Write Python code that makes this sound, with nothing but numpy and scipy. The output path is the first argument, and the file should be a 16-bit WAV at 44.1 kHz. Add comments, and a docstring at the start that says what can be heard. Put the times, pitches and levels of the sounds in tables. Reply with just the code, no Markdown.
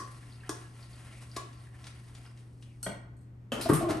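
"""Scrubbing and flushing a toilet

A plastic cleaning wand scrubs a wet bowl in a small, hard-walled bathroom and knocks on the porcelain.
A metal click and the clack of the lid follow; then the flush lever is pressed, its chain chinks, the valve
thumps open and water starts to gurgle as pockets of air ring. A fan hums throughout."""
import sys
import numpy as np
from scipy import signal
from scipy.fft import rfft, irfft, next_fast_len
from scipy.io import wavfile
from scipy.ndimage import map_coordinates

SR = 44100
rng = np.random.default_rng(int(sys.argv[2]) if len(sys.argv) > 2 else 0)


def dump(signal):
    """Clip the signal to [-1, 1] and save it as 16-bit WAV at the path in sys.argv[1]."""
    limited = np.clip(np.atleast_2d(signal).T, -1, 1)
    pcm = np.round(limited * 32767).astype(np.int16)
    wavfile.write(sys.argv[1], SR, pcm)


N = 176400
T = np.arange(SR * 6 // 10) / SR  # time within one event, s


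def amp(db):
    """Decibels to gain."""
    return 10 ** (np.asarray(db) / 20)


def unit(x):
    """Scale to rms 1."""
    return x / np.sqrt(np.mean(x ** 2) + 1e-20)


def burst(x):
    """Scale to the energy of 10 ms at rms 1."""
    return x / np.sqrt(np.sum(x ** 2) * 100 / SR + 1e-20)


def along(points, hz):
    """Interpolate (Hz, value) points on a log axis."""
    knots_hz, values = np.transpose(points)
    return np.interp(np.log(hz + 1), np.log(knots_hz + 1), values)


def filtered(x, response):
    """Apply a complex frequency response."""
    n = x.shape[-1]
    size = next_fast_len(n + 4096)
    return irfft(rfft(x, size) * response(np.fft.rfftfreq(size, 1 / SR)), size)[..., :n]


def coloured(x, spectrum):
    """Minimum-phase filter with the given (Hz, dB) shape."""
    size = 4096
    cepstrum = irfft(np.log(amp(along(spectrum, np.fft.rfftfreq(size, 1 / SR)))))
    cepstrum[1:size // 2] *= 2
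    cepstrum[size // 2 + 1:] = 0
    return signal.fftconvolve(x, irfft(np.exp(rfft(cepstrum))))[:len(x)]


def wobble(per_s):
    """Smooth random curve, per_s knots a second."""
    return map_coordinates(rng.standard_normal(int(N * per_s / SR) + 4), [np.arange(N) * per_s / SR])


def ring(modes, attack_s):
    """Damped modes of a struck body; wider modes die sooner."""
    waves = sum(amp(db) * width * np.exp(-np.pi * width * T) * np.sin(2 * np.pi * (hz * T + rng.random()))
                for hz, width, db in modes)
    return burst(waves * (1 - np.exp(-T / attack_s)))


def crack(spectrum, t60_s):
    """Short noise of a contact."""
    return burst(coloured(rng.standard_normal(len(T)) * amp(-60 * T / t60_s), spectrum))


def grainy(spectrum, per_s, spread_db, share=1):
    """Tiny uneven impacts carry a share of the power, noise the rest; rms 1."""
    impacts = (rng.random(N) < per_s / SR) * rng.choice([-1, 1], N)
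    grains = unit(impacts * amp(spread_db * np.minimum(rng.exponential(size=N), 5)))
    return unit(coloured(np.sqrt(share) * grains + np.sqrt(1 - share) * rng.standard_normal(N), spectrum))


# Each row: frequency in Hz, left-right correlation.
COHERENCE = [(100, 0.98), (300, 0.81), (900, 0.097), (1700, 0.043), (3000, 0.37), (7000, 0.35),
             (8300, 0.63), (10200, 0.86), (12000, 0.28)]


def diffuse(pair):
    """Two unrelated signals become the left and right of a diffuse field."""
    turn = lambda hz: np.arccos(np.clip(along(COHERENCE, hz), -1, 1)) / 2
    mid, side = filtered(pair, lambda hz: np.array([np.cos(turn(hz)), np.sin(turn(hz))]))
    return np.array([mid + side, mid - side])


# Each row: frequency in Hz, T60 in seconds.
ROOM_DECAY = [(100, 0.86), (250, 0.36), (1400, 0.65), (4000, 0.42), (9000, 0.3), (13000, 0.21)]


def room(x, wet_db):
    """Direct sound plus a diffuse tail off the hard walls."""
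    hz, t, bins = signal.stft(rng.standard_normal((2, len(T))), SR, nperseg=256)
    decay = amp(-60 * t / along(ROOM_DECAY, hz)[:, None])
    tail = signal.istft(bins * decay, SR, nperseg=256)[1][:, :len(T)]
    tail = diffuse(tail * (1 - np.exp(-T / 0.0013)))
    tail /= np.linalg.norm(tail[0])
    return x + amp(wet_db) * signal.fftconvolve(x[None], tail, axes=1)[:, :len(x)]


def play(events, sound, wet_db):
    """Place sound(*rest) in the room for each (start s, gain dB, *rest) row."""
    out = np.zeros((2, N))
    for start_s, db, *rest in events:
        event = room(amp(db) * sound(*rest), wet_db)
        start = round(start_s * SR)
        first, end = max(start, 0), min(start + event.shape[1], N)
        if end > first:
            out[:, first:end] += event[:, first - start:end - start]
    return out


# Motor tones and air spectrum. Each row: frequency in Hz, level in dB.
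FAN_TONES = [(119.7, -49.5), (74.8, -67)]
FAN_AIR = [(35, -1.5), (70, 4), (100, -1), (300, -7.5), (500, -19), (2000, -30.5), (4000, -43.5),
           (12000, -48)]


def fan():
    """Motor hum over a low rumble of air."""
    t = np.arange(N) / SR
    hum = sum(amp(db + 0.097 * wobble(4.3)) * np.sin(2 * np.pi * hz * t + 0.08 * wobble(6.2))
              for hz, db in FAN_TONES)
    air = filtered(diffuse(rng.standard_normal((2, N))), lambda hz: amp(along(FAN_AIR, hz)))
    return np.sqrt(2) * hum + amp(-54.5) * unit(air)


# Each row: start in seconds, gain in dB.
METAL_CLICKS = [(2.8295, -36), (3.168, -72.5), (3.212, -74)]
# Each row: mode in Hz, width in Hz, gain in dB.
METAL_MODES = [(1420, 24, -10), (4300, 94, -11), (6670, 130, -14), (8060, 170, -10.5), (8350, 190, -3.5),
               (10540, 120, -10.5)]
# Each row: frequency in Hz, gain in dB.
CLICK_SPECTRUM = [(1000, -17), (4400, -11.5), (7400, -4.5), (9500, 0), (11000, 3.5), (13200, -23)]


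def metal_clicks():
    """A small metal part clicks and rings brightly."""
    click = lambda: amp(-5) * ring(METAL_MODES, 0.00048) + amp(-7) * crack(CLICK_SPECTRUM, t60_s=0.011)
    return play(METAL_CLICKS, click, wet_db=6.5)


# Each row: start in seconds, gain in dB.
LID_CLACKS = [(2.864, -31.5)]
# Each row: mode in Hz, width in Hz, gain in dB.
LID_MODES = [(191.5, 26, 5.5), (650, 42, -1.5), (900, 13, -6), (1410, 63, -10), (1500, 82, -1),
             (1906, 26, -2.5), (2330, 41, -14), (3250, 90, -5.5)]
# Each row: frequency in Hz, gain in dB.
LID_SPECTRUM = [(200, 5), (900, 5), (1700, -4.5), (2600, -7), (5000, -18), (7000, -36)]


def lid():
    """The raised lid clacks: a brief hollow ring and a dull thud that fills the room."""
    body = play(LID_CLACKS, lambda: amp(-2.5) * ring(LID_MODES, attack_s=0.0026), wet_db=-4)
    thud = play(LID_CLACKS, lambda: amp(-6) * crack(LID_SPECTRUM, t60_s=0.067), wet_db=3)
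    return body + thud


# Each row: start in seconds, gain in dB.
LEVER_HITS = [(3.519, -30), (3.523, -32), (3.529, -34.5)]
# Each row: mode in Hz, width in Hz, gain in dB.
LEVER_MODES = [(236, 53, 3), (437, 21, 3), (610, 110, 0), (1124, 17, -14), (1400, 19, 0), (2653, 90, -5.5),
               (3100, 210, 0.5)]
# Each row: frequency in Hz, gain in dB.
LEVER_SPECTRUM = [(250, -9), (550, -0.5), (1500, -4.5), (2200, -12), (4200, -18.5), (9000, -17.5),
                  (11500, -16), (13200, -43)]


def lever():
    """The pressed flush lever makes a quick cluster of contacts."""
    hit = lambda: amp(-3) * ring(LEVER_MODES, 0.0015) + amp(-6.5) * crack(LEVER_SPECTRUM, t60_s=0.13)
    return play(LEVER_HITS, hit, wet_db=-1)


# Each row: start in seconds, gain in dB.
CHAIN_CHINKS = [(3.612, -38.5), (3.689, -39.5), (3.734, -32), (3.742, -40), (3.79, -55)]
# Each row: frequency in Hz, gain in dB.
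CHINK_SPECTRUM = [(2000, -4), (3000, -6.5), (5000, -14), (7000, -9), (8300, -1.5), (9800, 3.5), (11500, 1),
                  (13300, -19)]
RASP_SPECTRUM = [(3200, -3.5), (4200, 7.5), (5800, 4), (7000, -18), (9500, -18), (13000, -36)]


def chain(taut_s=3.611, rasp_db=-40.5):
    """The lever's chain chinks, and rasps as it drags taut."""
    chinks = play(CHAIN_CHINKS, lambda: crack(CHINK_SPECTRUM, t60_s=0.1), wet_db=3)
    rasp = play([(taut_s, rasp_db)], lambda: crack(RASP_SPECTRUM, t60_s=0.2), wet_db=2.5)
    return chinks + rasp


# Each row: start in seconds, gain in dB.
VALVE_THUMPS = [(3.69, -24.5), (3.6975, -17), (3.727, -23.5)]
WATER_SHOVES = [(3.6985, -20), (3.727, -31.5)]
# Each row: mode in Hz, width in Hz, gain in dB.
TANK_MODES = [(226, 26, -1), (345, 29, 3), (421, 49, -.5), (834, 64, -12), (1100, 48, -2.5),
              (1177, 22, -3.5)]
WALL_MODES = [(150, 41, -4.5), (302, 130, -6)]
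# Each row: frequency in Hz, gain in dB.
THUMP_SPECTRUM = [(50, -27.5), (130, 3.5), (380, 2.5), (700, -6.5), (1300, 0), (2200, -18.5), (6000, -32)]


def valve():
    """The valve thumps open and water shoves the tank wall."""
    thump = lambda: amp(-5) * ring(TANK_MODES, 0.00087) + amp(-11) * crack(THUMP_SPECTRUM, t60_s=0.05)
    shoves = play(WATER_SHOVES, lambda: ring(WALL_MODES, attack_s=0.0039), wet_db=-3)
    return play(VALVE_THUMPS, thump, wet_db=-0.5) + shoves


# Each row: start in seconds, pitch in Hz, gain in dB, T60 in seconds.
AIR_POCKETS = [(3.659, 670, -23.5, 0.058), (3.808, 684, -29.5, 0.11), (3.822, 746, -36, 0.13),
               (3.828, 351.4, -30.5, 0.14), (3.836, 628.5, -34.5, 0.18), (3.845, 1078, -39, 0.24),
               (3.866, 353.5, -27.5, 0.12), (3.876, 661, -32, 0.12), (3.925, 694, -43, 0.19),
               (3.965, 1380, -45, 0.1), (3.968, 325, -36, 0.1)]


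def glugs(attack_s=0.0035, glide_per_s=-0.26):
    """Pockets of air pushed out by the water ring, sinking slightly in pitch."""
    def glug(hz, t60_s):
        tone = np.sin(2 * np.pi * hz * T * (1 + glide_per_s * T / 2))
        return 2 * tone * amp(-60 * T / t60_s) * (1 - np.exp(-T / attack_s))
    return play([(s, db, hz, t60_s) for s, hz, db, t60_s in AIR_POCKETS], glug, wet_db=-5.5)


# Each row: time in seconds, level in dB.
FLOW_LEVELS = [(3.518, -51), (3.56, -50), (3.68, -42), (3.73, -59), (3.8, -41), (3.88, -38.5), (4.0, -44.5)]
# Rush, and the hiss of both drops and pad. Each row: frequency in Hz, gain in dB.
RUSH_SPECTRUM = [(130, -3), (330, 6.5), (500, -7.5), (680, -1.5), (900, -8.5), (1100, -8), (2200, -17.5),
                 (6500, -28), (11500, -26), (13000, -94)]
HISS_SPECTRUM = [(900, -32), (2500, -5), (4600, -1), (7300, -5), (8800, 2), (11200, 1.5), (12800, -48)]


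def water():
    """Water rushes unevenly into the rim and throws up drops."""
    times_s, db = np.transpose(FLOW_LEVELS)
    flow = amp(np.interp(np.arange(N) / SR, times_s, db, left=-120) + 5.06 * wobble(30))
    spatter = amp(-19) * grainy(HISS_SPECTRUM, per_s=120, spread_db=2.5)
    rush = grainy(RUSH_SPECTRUM, per_s=900, spread_db=1.9, share=0.93)
    return room(flow * (rush + spatter), wet_db=-4)


# Each row: start in seconds, gain in dB, extra gain of the bowl's ring in dB.
WAND_KNOCKS = [(-.03, -33.5, 1.5), (0.493, -32.5, -7.5), (1.366, -36.5, 0.5)]
# Each row: mode in Hz, width in Hz, gain in dB.
WAND_MODES = [(341, 80, -0.5), (1665, 34, -5), (1914, 78, -12.5), (3320, 28, -14)]
BOWL_MODES = [(1041, 13, -0.5), (1108, 9, 3), (1153, 14, 0)]
# Each row: frequency in Hz, gain in dB.
KNOCK_SPECTRUM = [(150, -19.5), (350, 3), (700, -2), (1500, -8.5), (2600, -17.5), (6000, -9), (7300, -11),
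                  (11000, -7), (13000, -38)]


def knocks():
    """The plastic wand thuds briefly; the porcelain rings a little longer."""
    hit = lambda: amp(-7.5) * ring(WAND_MODES, 0.0015) + amp(-2.5) * crack(KNOCK_SPECTRUM, t60_s=0.044)
    rings = [(s, db + bowl_db) for s, db, bowl_db in WAND_KNOCKS]
    porcelain = play(rings, lambda: ring(BOWL_MODES, attack_s=0.0005), wet_db=-7)
    return play([row[:2] for row in WAND_KNOCKS], hit, wet_db=-2.5) + porcelain


# Each row: start in seconds, length in seconds, gain in dB, first and last pitch in Hz.
PAD_SLIDES = [(0.969, .35, -63.5, 1397, 2910), (2.629, 0.17, -73, 3250, 1790)]


def smears(width_hz=450):
    """Suds squeezed under the sliding pad: a wet rasp that swells, fades and glides."""
    def smear(length_s, from_hz, to_hz):
        progress = np.minimum(T / length_s, 1)
        suds = filtered(rng.standard_normal(len(T)), lambda hz: np.exp(-(hz / width_hz) ** 2))
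        phase = 2 * np.pi * np.cumsum(from_hz + (to_hz - from_hz) * progress) / SR
        return np.sin(np.pi * progress) * unit(suds * np.cos(phase))
    return play([(s, db, length_s, *glide) for s, length_s, db, *glide in PAD_SLIDES], smear, wet_db=-10.5)


def squelch(pitch_hz):
    """A flurry of tiny bursting bubbles around one pitch."""
    fizz = rng.standard_normal(len(T)) * (1 - np.exp(-T / 0.0048)) * amp(-60 * T / 0.037)
    return burst(filtered(fizz, lambda hz: 1 / (1 + 1j * (hz - pitch_hz) / (0.092 * pitch_hz)) ** 2))


def bubbles(wetness, count=70, low_hz=1280, high_hz=5520):
    """Stray bubbles burst at random, louder where the pad is wetter."""
    pops = []
    for when, size, pitch in rng.random((count, 3)):
        db = -10.5 + 20 * np.log10(wetness[int(when * N)] * 2 * size + 1e-12)
        pops.append((when * N / SR, db, low_hz * (high_hz / low_hz) ** pitch))
    return play(pops, squelch, wet_db=-8.5)


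def bowl_hollow(hz, width_hz=44):
    """Air resonances of the bowl."""
    peaks = sum(1 / (1 + 2j * (hz - centre_hz) / width_hz) for centre_hz in (1070, 1350, 1890))
    return 1 + amp(7) * peaks


# Each row: middle in seconds, length in seconds, wet swish gain in dB, dry hiss gain in dB.
PAD_STROKES = [(0.16, 0.42, -57.5, -57.5), (0.455, 0.1, -56.5, -64.5), (0.617, 0.2, -60.5, -58),
               (0.821, 0.082, -57, -57), (0.953, 0.1, -57.5, -58), (1.067, 0.11, -55.5, -57.5),
               (1.25, 0.41, -59, -57.5), (1.627, 0.13, -60.5, -62), (1.76, 0.06, -56, -60.5),
               (1.85, 0.096, -55.5, -57.5), (2.024, 0.13, -62, -61.5), (2.152, 0.089, -59.5, -61),
               (2.25, 0.077, -57, -60.5), (2.36, 0.15, -68, -67), (2.674, 0.27, -99, -67.5)]
# Each row: start in seconds, gain in dB.
PAD_TICKS = [(.224, -72), (1.363, -43), (1.529, -63), (1.842, -54), (1.8685, -49.5), (2.15, -56),
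             (2.374, -63), (2.625, -58.5)]
# Each row: start in seconds, gain in dB, pitch in Hz.
PAD_SQUELCHES = [(.224, -60, 1750), (.321, -61.5, 4400), (.354, -66, 4740), (.432, -54.5, 1710),
                 (.824, -58, 4540), (.928, -62, 4500), (1.313, -56.5, 4850), (1.665, -59.5, 1800),
                 (1.738, -60, 1770), (2.258, -62, 1390), (2.26, -62.5, 4900)]
# Each row: frequency in Hz, gain in dB.
SWISH_SPECTRUM = [(250, -4.5), (700, 6.5), (1100, 1), (1900, 2.5), (3000, 1.5), (6000, -31)]
TICK_SPECTRUM = [(1000, -5.5), (2200, 5.5), (4700, 4.5), (7300, -2.5), (9000, -1), (11000, -5),
                 (13000, -74)]


def scrubbing():
    """Each stroke swells and fades; the pad catches unevenly, swishes, hisses, ticks and squelches."""
    t = np.arange(N) / SR
    swell = lambda s, length: np.exp(-(2 * (t - s) / length) ** 2)
    wetness = np.sqrt(sum(amp(db) ** 2 * swell(s, length) for s, length, db, _ in PAD_STROKES))
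    dryness = np.sqrt(sum(amp(db) ** 2 * swell(s, length) for s, length, _, db in PAD_STROKES))
    wet_grains = grainy(SWISH_SPECTRUM, per_s=600, spread_db=2.4, share=0.69)
    swish = wetness * unit(filtered(wet_grains, bowl_hollow))
    hiss = dryness * grainy(HISS_SPECTRUM, per_s=3600, spread_db=0.5)
    catching = amp(-5.5 + 2.37 * wobble(60.08))
    rub = room((swish + hiss) * catching, wet_db=-4)
    ticks = play(PAD_TICKS, lambda: crack(TICK_SPECTRUM, t60_s=0.05), wet_db=-1.5)
    return rub + ticks + smears() + bubbles(wetness) + play(PAD_SQUELCHES, squelch, wet_db=-5)


def scene():
    """Cleaning, then the flush, over the fan."""
    cleaning = scrubbing() + knocks() + metal_clicks() + lid()
    flush = lever() + chain() + valve() + glugs() + water()
    return cleaning + flush + fan()


# Each row: frequency in Hz, phase lead of left over right in radians.
LEFT_LEAD = [(300, 0), (1500, -.1), (3000, 1), (6700, 0), (7400, 1), (8600, 0), (10230, -3.14),
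             (11900, -6.28)]
# Each row: frequency in Hz, left over right in dB.
LEFT_BALANCE = [(120, 1), (450, 2.5), (1600, -1.5), (3000, 2.5), (5000, 5.5), (7200, 3.5), (8500, 0.3),
                (12000, 0.5)]
LOW_HZ, TOP_HZ = 30, 12800


def record(dry):
    """Two band-limited microphones that differ in phase and level."""
    def response(hz):
        lead = np.interp(hz, *np.transpose(LEFT_LEAD))
        left = np.exp(0.5j * lead) * amp(along(LEFT_BALANCE, hz) / 2)
        highpass = hz ** 4 / (hz ** 4 + LOW_HZ ** 4)
        lowpass = 1 / np.sqrt(1 + (hz / TOP_HZ) ** 80)
        return np.array([left, 1 / left]) * highpass * lowpass
    return filtered(dry, response)


dry = scene()
out = record(dry)
dump(out)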